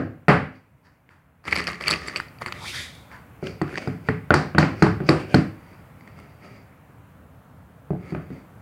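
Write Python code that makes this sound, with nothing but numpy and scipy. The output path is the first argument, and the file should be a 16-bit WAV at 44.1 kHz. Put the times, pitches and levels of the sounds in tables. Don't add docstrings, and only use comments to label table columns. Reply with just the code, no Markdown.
import sys
import numpy as np
from scipy import signal
from scipy.fft import rfft, irfft
from scipy.io import wavfile
from scipy.ndimage import uniform_filter1d

SR = 44100
rng = np.random.default_rng(int(sys.argv[2]) if len(sys.argv) > 2 else 0)


def transcribe(u):
    v = np.clip(np.atleast_2d(u).T, -1, 1)
    q = np.round(v * 32767).astype(np.int16)
    wavfile.write(sys.argv[1], SR, q)


def to_linear_factor(level_db):
    exponent = np.asarray(level_db, float) / 20
    return 10 ** exponent


N = 379701
LEAD = SR // 5

# (frequency [Hz], density [dB per Hz])
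AIR_SPECTRUM = [(15, -83.5), (25, -46.5), (58, -1), (123, -2), (174, -6.5), (194, -15.5), (255, -9),
                (382, -23.5), (449, -16.5), (791, -18.5), (1470, -21.5), (1980, -29), (5090, -44),
                (15800, -36.5)]
# (time [s], level [dB])
HUM_LEVEL = [(0, -54.5), (.7, -58.5), (1.4, -58.5), (2.3, -45.5), (3.3, -47.5), (5.7, -46.5), (6.7, -49),
             (7.85, -48.5), (8.61, -46)]
HISS_DB, HISS_WAKE_S, HISS_SAG_DB_PER_S = -3.5, 1.5, 0.62
WHIR_DB, WHIR_SAG_DB_PER_S, WHIR_STOP_S, WHIR_FADE_S = 6.5, 0.22, 7.38, 0.64
PATCHY_DB = 0.9

# (frequency [Hz], t60 [s])
ROOM_DECAY = [(100, 0.52), (300, 0.4), (1000, 0.36), (2500, 0.42), (5000, 0.35), (10000, 0.35),
              (16000, 0.25)]
# (frequency [Hz], width [Hz], added level [dB])
MIC_PORT = (4650, 420, -1)

# (frequency [Hz], level [dB], t60 [s])
BOARD_MODES = [(112.5, -18, 0.32), (168.2, -3, 0.094), (202.7, -1.5, 0.077), (272.7, -6, 0.11),
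               (339.4, -3.5, 0.1), (385.8, -3, 0.063), (445.7, -8, 0.078), (547.6, -4, 0.045),
               (612.3, -7.5, 0.053), (720, -10.5, 0.044)]
# (frequency [Hz], level [dB], t60 [s])
WOOD_MODES = [(937, -1, 0.022), (1190, -3, 0.024), (1360, -5, 0.019), (1544, 5, 0.015), (1970, -1, 0.016),
              (2390, -10.5, 0.02), (2550, -22, 0.016), (3540, -30, 0.011)]
# (frequency [Hz], level [dB], t60 [s])
STEEL_MODES = [(4300, -15.5, 0.0028), (4652, -11, 0.012), (5040, -12.5, 0.0057), (5800, -14, 0.0015)]
# (frequency [Hz], level [dB], t60 [s])
EDGE_MODES = [(6830, -2, 0.008), (8540, -2, 0.011), (9150, -3.5, 0.0063), (10500, -3.5, 0.0044),
              (11440, -11.5, 0.0075), (13800, -8.5, 0.0023), (14500, -14, .002)]
# (frequency [Hz], width [Hz], level [dB])
TRAY_PEAKS = [(750, 800, 3), (1258, 120, 9.5), (2000, 650, 14), (2460, 150, -19.5), (3380, 930, -25)]
# (frequency [Hz], width [Hz], level [dB])
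BENCH_PEAKS = [(75, 62, 0)]
# (share of the pitch [ratio], level [dB], t60 [s])
CLATTER_MODES = [(.25, -17.5, 0.027), (.62, 0.5, 0.0064), (.82, -21.5, 0.011), (1.01, 10, 0.0077),
                 (1.25, 3.5, 0.002), (1.45, -40.5, 0.0039)]
# (frequency [Hz], level [dB], share of the t60 [ratio])
NAIL_PARTIALS = [(3710, -7, 1.), (7660, 0, 1.), (10000, -1, .7)]
DETUNE = 0.012

# (peak time [s], rise [s], fall [s], rub level [dB], steel re rub [dB])
RUMMAGE_STROKES = [(1.48, 0.044, 0.069, -24, -15.5), (1.53, 0.036, 0.034, -22, -15.5),
                   (1.578, 0.078, 0.14, -21, -16.5), (1.674, 0.017, 0.15, -22.5, -19.5),
                   (1.81, 0.018, .15, -29.5, -13.5), (1.875, 0.099, 0.11, -25, -14.5),
                   (1.922, .04, 0.074, -17, -15), (2.08, .25, 0.12, -30, -11.5), (2.18, .2, 0.1, -30, -34),
                   (2.42, .02, 0.033, -23.5, -20), (2.468, .006, 0.078, -27, -27),
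                   (2.546, 0.028, 0.21, -34, -27)]
SLIDE_STROKES = [(2.685, .18, 0.16, -29, -5.5), (2.76, 0.13, 0.19, -29.5, -3),
                 (2.81, .15, .18, -31.5, -9.5), (2.95, 0.066, 0.29, -46.5, -9.5)]
HANDLING_STROKES = [(3.44, .03, 0.069, -34.5, -13), (3.468, 0.028, 0.13, -34, -8.5),
                    (3.74, 0.21, 0.091, -36, -17), (3.782, 0.039, 0.029, -29, -8.5),
                    (3.82, 0.057, 0.24, -36, -13.5), (4.08, 0.062, .01, -37.5, -13.5),
                    (4.8, 0.1, 0.079, -38.5, -9.5)]
BRUSH_STROKES = [(5.086, 0.06, .006, -34.5, -3.5), (5.2, 0.056, .1, -32.5, -15),
                 (5.31, 0.068, 0.11, -39, -11), (5.341, 0.12, 0.005, -34, -25)]
SCUFF_STROKES = [(.56, .1, .1, -51, -13), (.854, 0.036, 0.18, -50.5, -14), (1.11, 0.043, 0.21, -49, -22),
                 (3.125, .05, 0.14, -37, -20), (3.16, 0.068, .08, -39.5, -26)]
FIDGET_STROKES = [(5.72, 0.54, 0.34, -52, -13.5), (6.02, 0.067, 0.2, -58, -10),
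                  (6.08, 0.043, 0.13, -49.5, -15), (6.184, 0.089, 0.26, -45, -17),
                  (6.3, 0.11, 0.29, -62, -6), (6.444, 0.078, 0.25, -42.5, -14.5),
                  (6.56, 0.2, 0.18, -50.5, -10), (8.06, .2, 0.081, -46, -20),
                  (8.105, 0.11, 0.095, -38.5, -18), (8.22, 0.1, 0.17, -51, -16),
                  (8.34, 0.13, 0.21, -46.5, -17)]
# (edge re rub [dB], board re rub [dB], bench rumble re rub [dB],
# unevenness of the slips [dB], damping by the hand [Hz], share of the tray pitch [ratio])
RUMMAGE_TONE = (-20.5, -4.5, -10, 3, 402.5, 0.96)
SLIDE_TONE = (-7.5, -14, -9.5, 1.5, 1000., 1.76)
HANDLING_TONE = (-18.5, 5.5, -9, 3, 345, 1.09)
BRUSH_TONE = (-18.5, 7, -17.5, 2.5, 410, 1.2)
SCUFF_TONE = (-22, -12, -20, -0.5, 600.5, 0.76)
FIDGET_TONE = (-21, 4, -12, 2.5, 123, 1.03)
SWELL_DB = 30.0
RUB_TILT_DB = -7
# (time [s], pitch [Hz], level [dB])
SCRAPE_PATH = [(2.59, 900, -50), (2.64, 1090, -41), (2.67, 2250, -38), (2.705, 2760, -42),
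               (2.727, 2100, -46), (2.74, 1830, -35), (2.79, 1950, -37), (2.86, 2052, -48.5),
               (2.92, 2000, -62)]
SCRAPE_WIDTH_HZ, SCRAPE_GRAIN_DB = 640, 1.5

# (time [s], clack level [dB], pitch [Hz], steel re clack [dB])
NAIL_CLACKS = [(1.441, -38, 1200, -15.5), (1.4533, -27.5, 1810, -15), (1.480, -17, 2080, -19.5),
               (1.516, -23.5, 2080, -11), (1.5265, -4, 2170, -19), (1.558, -15, 2170, -6),
               (1.598, -13.5, 1920, -16), (1.670, -13.5, 2510, -5.5), (1.6765, -14, 1930, -6.5),
               (1.755, -30, 2250, -8.5), (1.81, -16, 2110, -19.5), (1.823, -24.5, 2000, 0.5),
               (1.8385, -18.5, 2410, -15.5), (1.8801, -8, 2240, -10.5), (1.905, -13, 2320, -2),
               (1.937, -12, 2420, -14.5), (2.083, -17, 1950, -7), (2.0959, -23, 1490, -9),
               (2.16, -10.5, 2310, -11.5), (2.2, -12, 1560, -21.5), (2.283, -44, 2500, 2),
               (2.386, -36.5, 2470, -2), (2.414, -23, 1270, -34), (2.479, -26, 2000, -12),
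               (2.523, -17.5, 2130, -17)]
BENCH_TOUCHES = [(0.869, -44, 1900, -19), (1.091, -38, 1890, -16), (3.115, -32, 1810, -26),
                 (3.47, -19, 2580, -27), (3.693, -25, 1390, -31), (3.727, -28.5, 1480, -26),
                 (3.756, -19, 1820, -26), (3.775, -14.5, 2000, -25), (3.824, -25.5, 1510, -35),
                 (6.009, -40, 2100, -15), (6.076, -32, 1780, -30), (6.189, -34.5, 1210, -18),
                 (6.726, -48, 1710, -24)]
NAIL_SNAPS = [(1.51, -33.5, 2600, -0.5), (1.64, -26.5, 2900, -3), (1.652, -40, 2860, 0),
              (1.692, -39.5, 2677, -1), (1.717, -35, 2900, 0), (1.828, -34, 2800, 3),
              (1.872, -15.5, 2300, -21.5), (1.881, -10.5, 2856, -2.5), (1.92, -17, 2340, -10.5),
              (2.015, -40, 2500, -2.5), (2.171, -24, 2650, -1), (2.206, -35.5, 2400, -6),
              (2.461, -12.5, 1960, -21.5), (2.524, -26, 2560, -21), (2.952, -40, 2800, 5)]
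DULL_TICKS = [(1.485, -19.5, 2000, -14), (1.491, -32, 2000, -15), (1.511, -22, 2300, -8),
              (1.523, -17.5, 2100, -3.5), (1.531, -10, 2000, -17.5), (1.546, -19.5, 1900, -16),
              (1.554, -21.5, 2200, 2), (1.5625, -11.5, 2250, -8), (1.574, -13.5, 2130, -13),
              (1.585, -16.5, 2000, -6), (1.594, -15.5, 2000, -15), (1.603, -15, 2000, -15.5),
              (1.617, -23.5, 2000, -14), (1.624, -23, 1900, -8), (1.684, -19.5, 1280, -10.5),
              (1.689, -21, 1300, -4.5), (1.700, -23.5, 2000, -10), (1.731, -26, 2000, -12),
              (1.745, -31, 2000, -1.5), (2.419, -21, 1170, -18), (1.86, -20, 2420, -14.5),
              (1.869, -18, 2280, -14.5), (1.8755, -15, 2180, -10.5), (1.8905, -11, 2090, -15),
              (1.899, -14, 2140, -9.5), (1.9098, -7, 2300, 5.5), (1.9176, -12, 1300, 9),
              (1.928, -11, 2320, -7), (1.959, -20, 1900, -10.5), (3.679, -30, 1500, -16.5),
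              (3.704, -35, 1500, -17), (3.742, -25.5, 1590, -23), (3.781, -15, 1870, -19),
              (3.828, -31, 1800, -24), (2.085, -28, 2000, -6), (2.164, -17, 2600, -6),
              (2.170, -22, 2760, -10), (2.176, -28, 2690, -8), (2.182, -28, 2400, -11.5),
              (2.202, -27, 1700, -6), (2.484, -22, 1400, -15), (2.527, -29, 2720, -16.5)]
# (cluster length [s], edge level [dB], edge per steel [dB per dB],
# edge brightness [dB per octave], crack re edge [dB])
CLACK_TONE = (-0.1, -13.5, 0.67, 11, -4.5)
TOUCH_TONE = (-1, -20, 0.2, -19, -15)
SNAP_TONE = (-0.3, 1.5, 1.1, 9, -3.5)
TICK_TONE = (-0.17, -16.5, 1, 0, -4.5)
# (time [s], level [dB], t60 scale [ratio], share of the pitch [ratio])
NAIL_PINGS = [(1.577, -37, .08, 1.01), (1.902, -24, .06, 1.01), (2.074, -33, 0.059, .99),
              (2.175, -49, .1, 1.02), (2.463, -47, 0.2, .995), (2.415, -58, 0.045, .99),
              (3.756, -50.5, .08, .87), (3.766, -50, .1, 0.79), (3.83, -54, .15, 0.82),
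              (1.543, -39, .04, 1.68), (1.556, -40, .05, 1.36), (2.412, -43, .03, 1.33),
              (6.2, -50, 0.013, 1.2)]

# (time [s], knock level [dB], board thud re knock [dB], steel tick re knock [dB], room level [dB])
HAMMER_BLOWS = [(0.283, -0.5, -6, -24, -1), (3.4269, -37.5, 15.5, -30, -5.5), (3.6154, -17.5, 2.5, -20, -7),
                (3.874, -24, 5.5, -16, -4.5), (4.087, -11.5, -2, -21, -8), (4.3055, -3, -3, -49, -6),
                (4.3400, -3.5, -6.5, -9, -4), (4.5487, -21.5, 5.5, -36, -4), (4.582, -2.5, -4, -10.5, -5.5),
                (4.628, -11, -2.3, -41, -6), (4.8228, -5, 0, -14.5, -4.5), (4.866, -15, -4, -40, -12.5),
                (5.0033, -29.5, 8, -30.5, 0), (5.0895, -3, -1, -12, -6.5), (5.129, -29, 8, -27, -2),
                (5.3433, -7, 3, -9.5, -8), (5.3851, -20, 6, -35, -22), (7.9054, -35, 20, -30, -7),
                (7.933, -50, 31, -35, -12), (7.951, -55, 28.5, -34, -7.5), (8.1228, -36.5, 16, -29, -4),
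                (8.1491, -27.5, 7, -33, -4), (8.304, -41, 14, -29, -1)]
# (knock level [dB], thud re knock [dB], tick re knock [dB], room [dB])
FIRST_TAIL = (-11.5, 5, -22, -1)
FIRST_TAIL_S = -0.09
# (until [s], thud brightness [dB per octave],
# share of the ring time [ratio], favoured frequency [Hz], its lift [dB])
BOARD_PLACES = [(1.5, 2.5, 0.67, 280, 5), (4.0, 0.5, 0.6, 330, 1), (4.2, -4.5, .67, 294, 2),
                (4.45, 0.5, 0.59, 710, 4), (4.7, -0.5, 0.63, 330, 0.5), (4.95, -0.4, 0.62, 330, 2.5),
                (5.2, -1, 0.67, 340, 4.5), (6.5, -1.5, 0.69, 297, 3.5), (8., 1.5, .45, 406, 3),
                (9.5, 0, 0.44, 250, 5)]
PLACE_OPENNESS = [0.5, -1.5, -1.5, -2, 0.5, 0, -0.3, 1.2, 1, -1]
BLOW_EDGE_DB, EDGE_PER_TICK, EDGE_PER_KNOCK = -15, 0.64, -0.2
BLOW_CRACK_DB = -6.5


def evened(x):
    return x / np.sqrt(np.mean(x ** 2) + 1e-20)


def read(points, hz):
    f, value = np.transpose(points)
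    return np.interp(np.log(hz + 1), np.log(f + 1), value)


def add(mix, s, sound):
    part = mix[LEAD + round(s * SR):][:len(sound)]
    part += sound[:len(part)]


def tilted(modes, tilt_db):
    lowest_hz = modes[0][0]
    return [(hz, db + tilt_db * np.log2(hz / lowest_hz), t60) for hz, db, t60 in modes]


def favoured(modes, top_hz, lift_db):
    return [(hz, db + lift_db * np.exp(-(np.log(hz / top_hz) / 0.25) ** 2), t60) for hz, db, t60 in modes]


def broad(modes, least_hz):
    return [(hz, least_hz + np.log(1000) / (np.pi * t60), db) for hz, db, t60 in modes]


def ring(modes, luck, stretch=0.94, linger=0.7, rise=0.00035, size=2500):
    hz, db, t60 = np.transpose(modes)[:, :, None]
    t = np.arange(size) / SR
    tune, weight = luck[:2 * len(modes)].reshape(2, -1, 1)
    decay = to_linear_factor(db + 3.2 * weight - 60 * t / (t60 * linger))
    waves = decay * np.sin(2 * np.pi * hz * stretch * (1 + DETUNE * tune) * t)
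    sound = waves.sum(0) * (1 - np.exp(-t / rise))
    return sound / abs(sound).max()


def crack(luck, fade_s):
    burst = (luck - np.roll(luck, shift=2)) * np.exp(-np.arange(len(luck)) / SR / fade_s)
    return np.pad(burst / abs(burst).max(), (0, 2500 - len(luck)))


def spread(sound, share=0.2):
    total = np.cumsum(abs(rfft(sound, 4096)) ** 2)
    bins = np.arange(len(total)) + 1.0
    above = np.interp(bins * (1 + share), bins, total)
    below = np.interp(bins / (1 + share), bins, total)
    power = (above - below) / bins
    click = np.roll(irfft(np.sqrt(power)), 100)[:200] * np.hanning(200)
    return click * np.linalg.norm(sound) / np.linalg.norm(click)


def background():
    frames, hz = N // 256 + 5, np.fft.rfftfreq(1024, 1 / SR)
    a, b, patches = rng.standard_normal((frames, 513, 3)).T
    patches = uniform_filter1d(patches, size=10, axis=0)
    patches = evened(uniform_filter1d(patches, size=14, axis=1))
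    colour = (a + 1j * b) * to_linear_factor(read(AIR_SPECTRUM, hz)[:, None] + PATCHY_DB * patches)
    scale = np.std(signal.istft(colour, nperseg=1024, noverlap=768)[1])

    t = np.arange(frames) * 256 / SR
    hum_db = np.interp(t, *np.transpose(HUM_LEVEL))
    awake = np.clip((t - HISS_WAKE_S) / 0.3, 0, 1)
    hiss_db = HISS_DB + awake * (1.5 - HISS_SAG_DB_PER_S * (t - HISS_WAKE_S))
    running = np.clip((WHIR_STOP_S - t) / WHIR_FADE_S, 0, 1)
    whir_db = (WHIR_DB - WHIR_SAG_DB_PER_S * t) * running

    hiss_band = (hz ** 2 / (hz ** 2 + 4500.0 ** 2))[:, None]
    whir_band = np.exp(-(np.log(hz / 2300.0 + 1e-9) / 0.25) ** 2)[:, None]
    level = to_linear_factor(hum_db + hiss_band * hiss_db + whir_band * whir_db)
    return signal.istft(colour * level, nperseg=1024, noverlap=768)[1][:N] / scale


def room(x):
    out, turn = np.zeros(len(x)), np.arange(len(x)) / SR * 1.304
    for k in range(3):
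        taps = np.zeros(SR)
        at = np.arange(20, SR - 20, 20)
        taps[at + rng.integers(0, 20, len(at))] = rng.choice([-1.0, 1.0], len(at))
        hz, t, z = signal.stft(taps, SR, nperseg=512)
        tail = signal.istft(z * to_linear_factor(-60 * t / read(ROOM_DECAY, hz)[:, None]), SR, nperseg=512)[1]
        tail = tail * (1 - np.exp(-np.arange(len(tail)) / SR / 0.0038))
        share = np.sqrt(2 / 3) * np.cos(np.pi * (turn + k / 3))
        out = out + signal.fftconvolve(x * share, tail / np.linalg.norm(tail))[:len(x)]
    return out


def port(x):
    hz, width, db = MIC_PORT
    x = x + to_linear_factor(db) * signal.lfilter(*signal.iirpeak(hz, hz / width, fs=SR), x)
    return signal.sosfilt(signal.butter(2, 15000.0, fs=SR, output="sos"), x)


def shake(noise, grains, peaks):
    out = np.zeros(len(noise))
    for k, (hz, width, db) in enumerate(peaks):
        r = np.exp(-np.pi * width / SR)
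        pole = [1, 0, -1, 1, -2 * r * np.cos(2 * np.pi * hz / SR), r * r]
        slips = grains * np.roll(noise, shift=k * 3001)
        out = out + to_linear_factor(db) * evened(signal.sosfilt([pole, pole], slips)[:len(noise)])
    return evened(out)


def stroke(noise, rise, fall, rub_db, steel_db, edge_db, board_db, bench_db, grain_db, grip_hz, share):
    t = np.arange(-rise, fall, 1 / SR)
    bumps, slips = noise[:, :len(t)]
    grains = to_linear_factor(grain_db * evened(uniform_filter1d(bumps, size=60)))
    grains = grains / np.sqrt(uniform_filter1d(grains ** 2, size=4000) + 1e-12)
    tray = [(hz * share, width + 0.3 * grip_hz, db) for hz, width, db in TRAY_PEAKS]
    edges = broad(tilted(EDGE_MODES, RUB_TILT_DB), 600.0 + 2.2 * grip_hz)
    parts = [(0, tray), (steel_db, broad(STEEL_MODES, grip_hz)), (edge_db, edges),
             (board_db, broad(BOARD_MODES, 44.0)), (bench_db, BENCH_PEAKS)]
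    sound = sum(to_linear_factor(db) * shake(slips, grains, peaks) for db, peaks in parts)
    swell_db = -SWELL_DB * np.maximum(-t / rise, t / fall)
    return to_linear_factor(rub_db - 7.5 + swell_db) * sound


def scrape():
    s, hz, db = np.transpose(SCRAPE_PATH)
    t = np.arange(s[0], s[-1], 1 / SR)
    bumps, slips = rng.standard_normal((SR, 2))[:len(t)].T
    slips = slips * to_linear_factor(SCRAPE_GRAIN_DB * evened(uniform_filter1d(bumps, size=90)))
    turn = np.exp(2j * np.pi * np.cumsum(np.interp(t, s, hz)) / SR)
    r = np.exp(-np.pi * SCRAPE_WIDTH_HZ / SR)
    low = signal.lfilter([1 - r], [1, -r], slips / turn)
    low = signal.lfilter([1 - r], [1, -r], low)
    return s[0], to_linear_factor(np.interp(t, s, db)) * evened((turn * low).real)


def rubbing():
    out = np.zeros(N + LEAD)
    kinds = [(RUMMAGE_STROKES, RUMMAGE_TONE), (SLIDE_STROKES, SLIDE_TONE),
             (HANDLING_STROKES, HANDLING_TONE), (BRUSH_STROKES, BRUSH_TONE),
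             (SCUFF_STROKES, SCUFF_TONE), (FIDGET_STROKES, FIDGET_TONE)]
    for rows, tone in kinds:
        for (s, rise, *row), noise in zip(rows, rng.standard_normal((len(rows), 2, SR))):
            add(out, s - rise, stroke(noise, rise, *row, *tone))
    add(out, *scrape())
    return out


def clacks():
    near, far = np.zeros((2, N + LEAD))
    kinds = [(NAIL_CLACKS, CLACK_TONE), (BENCH_TOUCHES, TOUCH_TONE),
             (NAIL_SNAPS, SNAP_TONE), (DULL_TICKS, TICK_TONE)]
    rows = [(*row, *tone) for table, tone in kinds for row in table]
    for row, luck in zip(rows, rng.standard_normal((len(rows), 4, 900))):
        s, db, hz, steel_db, length, edge_db, follow, tilt_db, crack_db = row
        contacts = luck[3] ** 3 * 0.21 * np.exp(-np.arange(900) / SR / max(length, 0.001))
        contacts[0] = 0.93
        edge = ring(tilted(EDGE_MODES, tilt_db), luck[2]) + to_linear_factor(crack_db) * crack(luck[2], 0.00097)
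        clatter = ring(CLATTER_MODES, luck[0], hz)
        steel = to_linear_factor(steel_db) * ring(STEEL_MODES, luck[1], stretch=0.98)
        sound = signal.fftconvolve(clatter + steel + to_linear_factor(edge_db + follow * steel_db) * edge, contacts)
        sound = to_linear_factor(db - 1.0) * sound / abs(sound).max()
        add(near, s, sound)
        add(far, s, to_linear_factor(-15.5) * spread(sound))
    for (s, db, t60, share), luck in zip(NAIL_PINGS, rng.standard_normal((len(NAIL_PINGS), 6))):
        ping = ring(NAIL_PARTIALS, 0.18 * luck, stretch=share, linger=t60, size=2700)
        add(near, s, to_linear_factor(db) * ping)
    return np.array([near, far])


def board_place(s):
    for (until, *place), open_db in zip(BOARD_PLACES, PLACE_OPENNESS):
        if s < until:
            return (*place, open_db)


def hammer():
    near, far = np.zeros((2, N + LEAD))
    rows = [(FIRST_TAIL_S, *FIRST_TAIL), *HAMMER_BLOWS]
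    for row, luck in zip(rows, rng.standard_normal((len(rows), 5, 200))):
        s, db, thud_db, tick_db, room_db = row
        tilt_db, linger, top_hz, lift_db, open_db = board_place(s)
        edge_db = BLOW_EDGE_DB + EDGE_PER_TICK * tick_db + EDGE_PER_KNOCK * db

        board = favoured(tilted(BOARD_MODES, tilt_db), top_hz, lift_db)
        thud = ring(board, luck[0], linger=linger, rise=0.0043, size=14000)
        thud = to_linear_factor(db + thud_db + 2.5) * thud
        wood = -ring(WOOD_MODES, luck[1], rise=0.00055)
        tick = to_linear_factor(tick_db) * ring(STEEL_MODES, luck[2], stretch=1.001, linger=0.27)
        edge = to_linear_factor(edge_db) * ring(EDGE_MODES, luck[3], linger=0.4)

        rattle = luck[4, ::-1] * np.hanning(200) ** 0.6
        buzz = signal.fftconvolve(tick + edge, rattle / np.linalg.norm(rattle))[:len(wood)]
        knock = wood + buzz + to_linear_factor(edge_db + BLOW_CRACK_DB) * crack(luck[3], 0.0013)
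        chatter = 0.34 * luck[4] * np.exp(-np.arange(200) / SR / 0.0013)
        chatter[0] = 1
        knock = signal.fftconvolve(knock, chatter / np.linalg.norm(chatter))

        add(near, s, thud)
        add(near, s, to_linear_factor(db + 3.5) * knock)
        add(far, s, to_linear_factor(room_db + 1.0) * thud)
        to_walls = spread(wood + to_linear_factor(-2.0) * tick + edge)
        add(far, s, to_linear_factor(db + 4.5 + room_db + open_db) * to_walls)
    return np.array([near, far])


def scene():
    near, far = hammer() + clacks()
    rub = rubbing()
    wet = room(far + to_linear_factor(-6.5) * rub)
    return (port(near + rub + wet)[LEAD:] + background())[None]


def low_pass(x):
    return signal.sosfilt(signal.butter(12, 15950, fs=SR, output="sos"), x)


def record(dry):
    x = signal.sosfilt(signal.butter(4, 60.0, "high", fs=SR, output="sos"), dry)
    power_db = 10 * np.log10(uniform_filter1d(x[0] ** 2, size=120) + 1e-12)
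    fall = np.arange(N) * 90.0 / SR
    held_db = np.maximum.accumulate(power_db + fall) - fall
    over_db = np.maximum(held_db - 3, 0)
    x = x / to_linear_factor(1.8 * uniform_filter1d(over_db, size=60))
    x = x / 1.15 / (1 + x ** 4) ** 0.25
    treble_cut = signal.firwin(255, 16200, window=("kaiser", 9), fs=SR)
    x = signal.oaconvolve(x, treble_cut[None], "same")
    return low_pass(1.15 * x)


dry = scene()
out = record(dry)
transcribe(out)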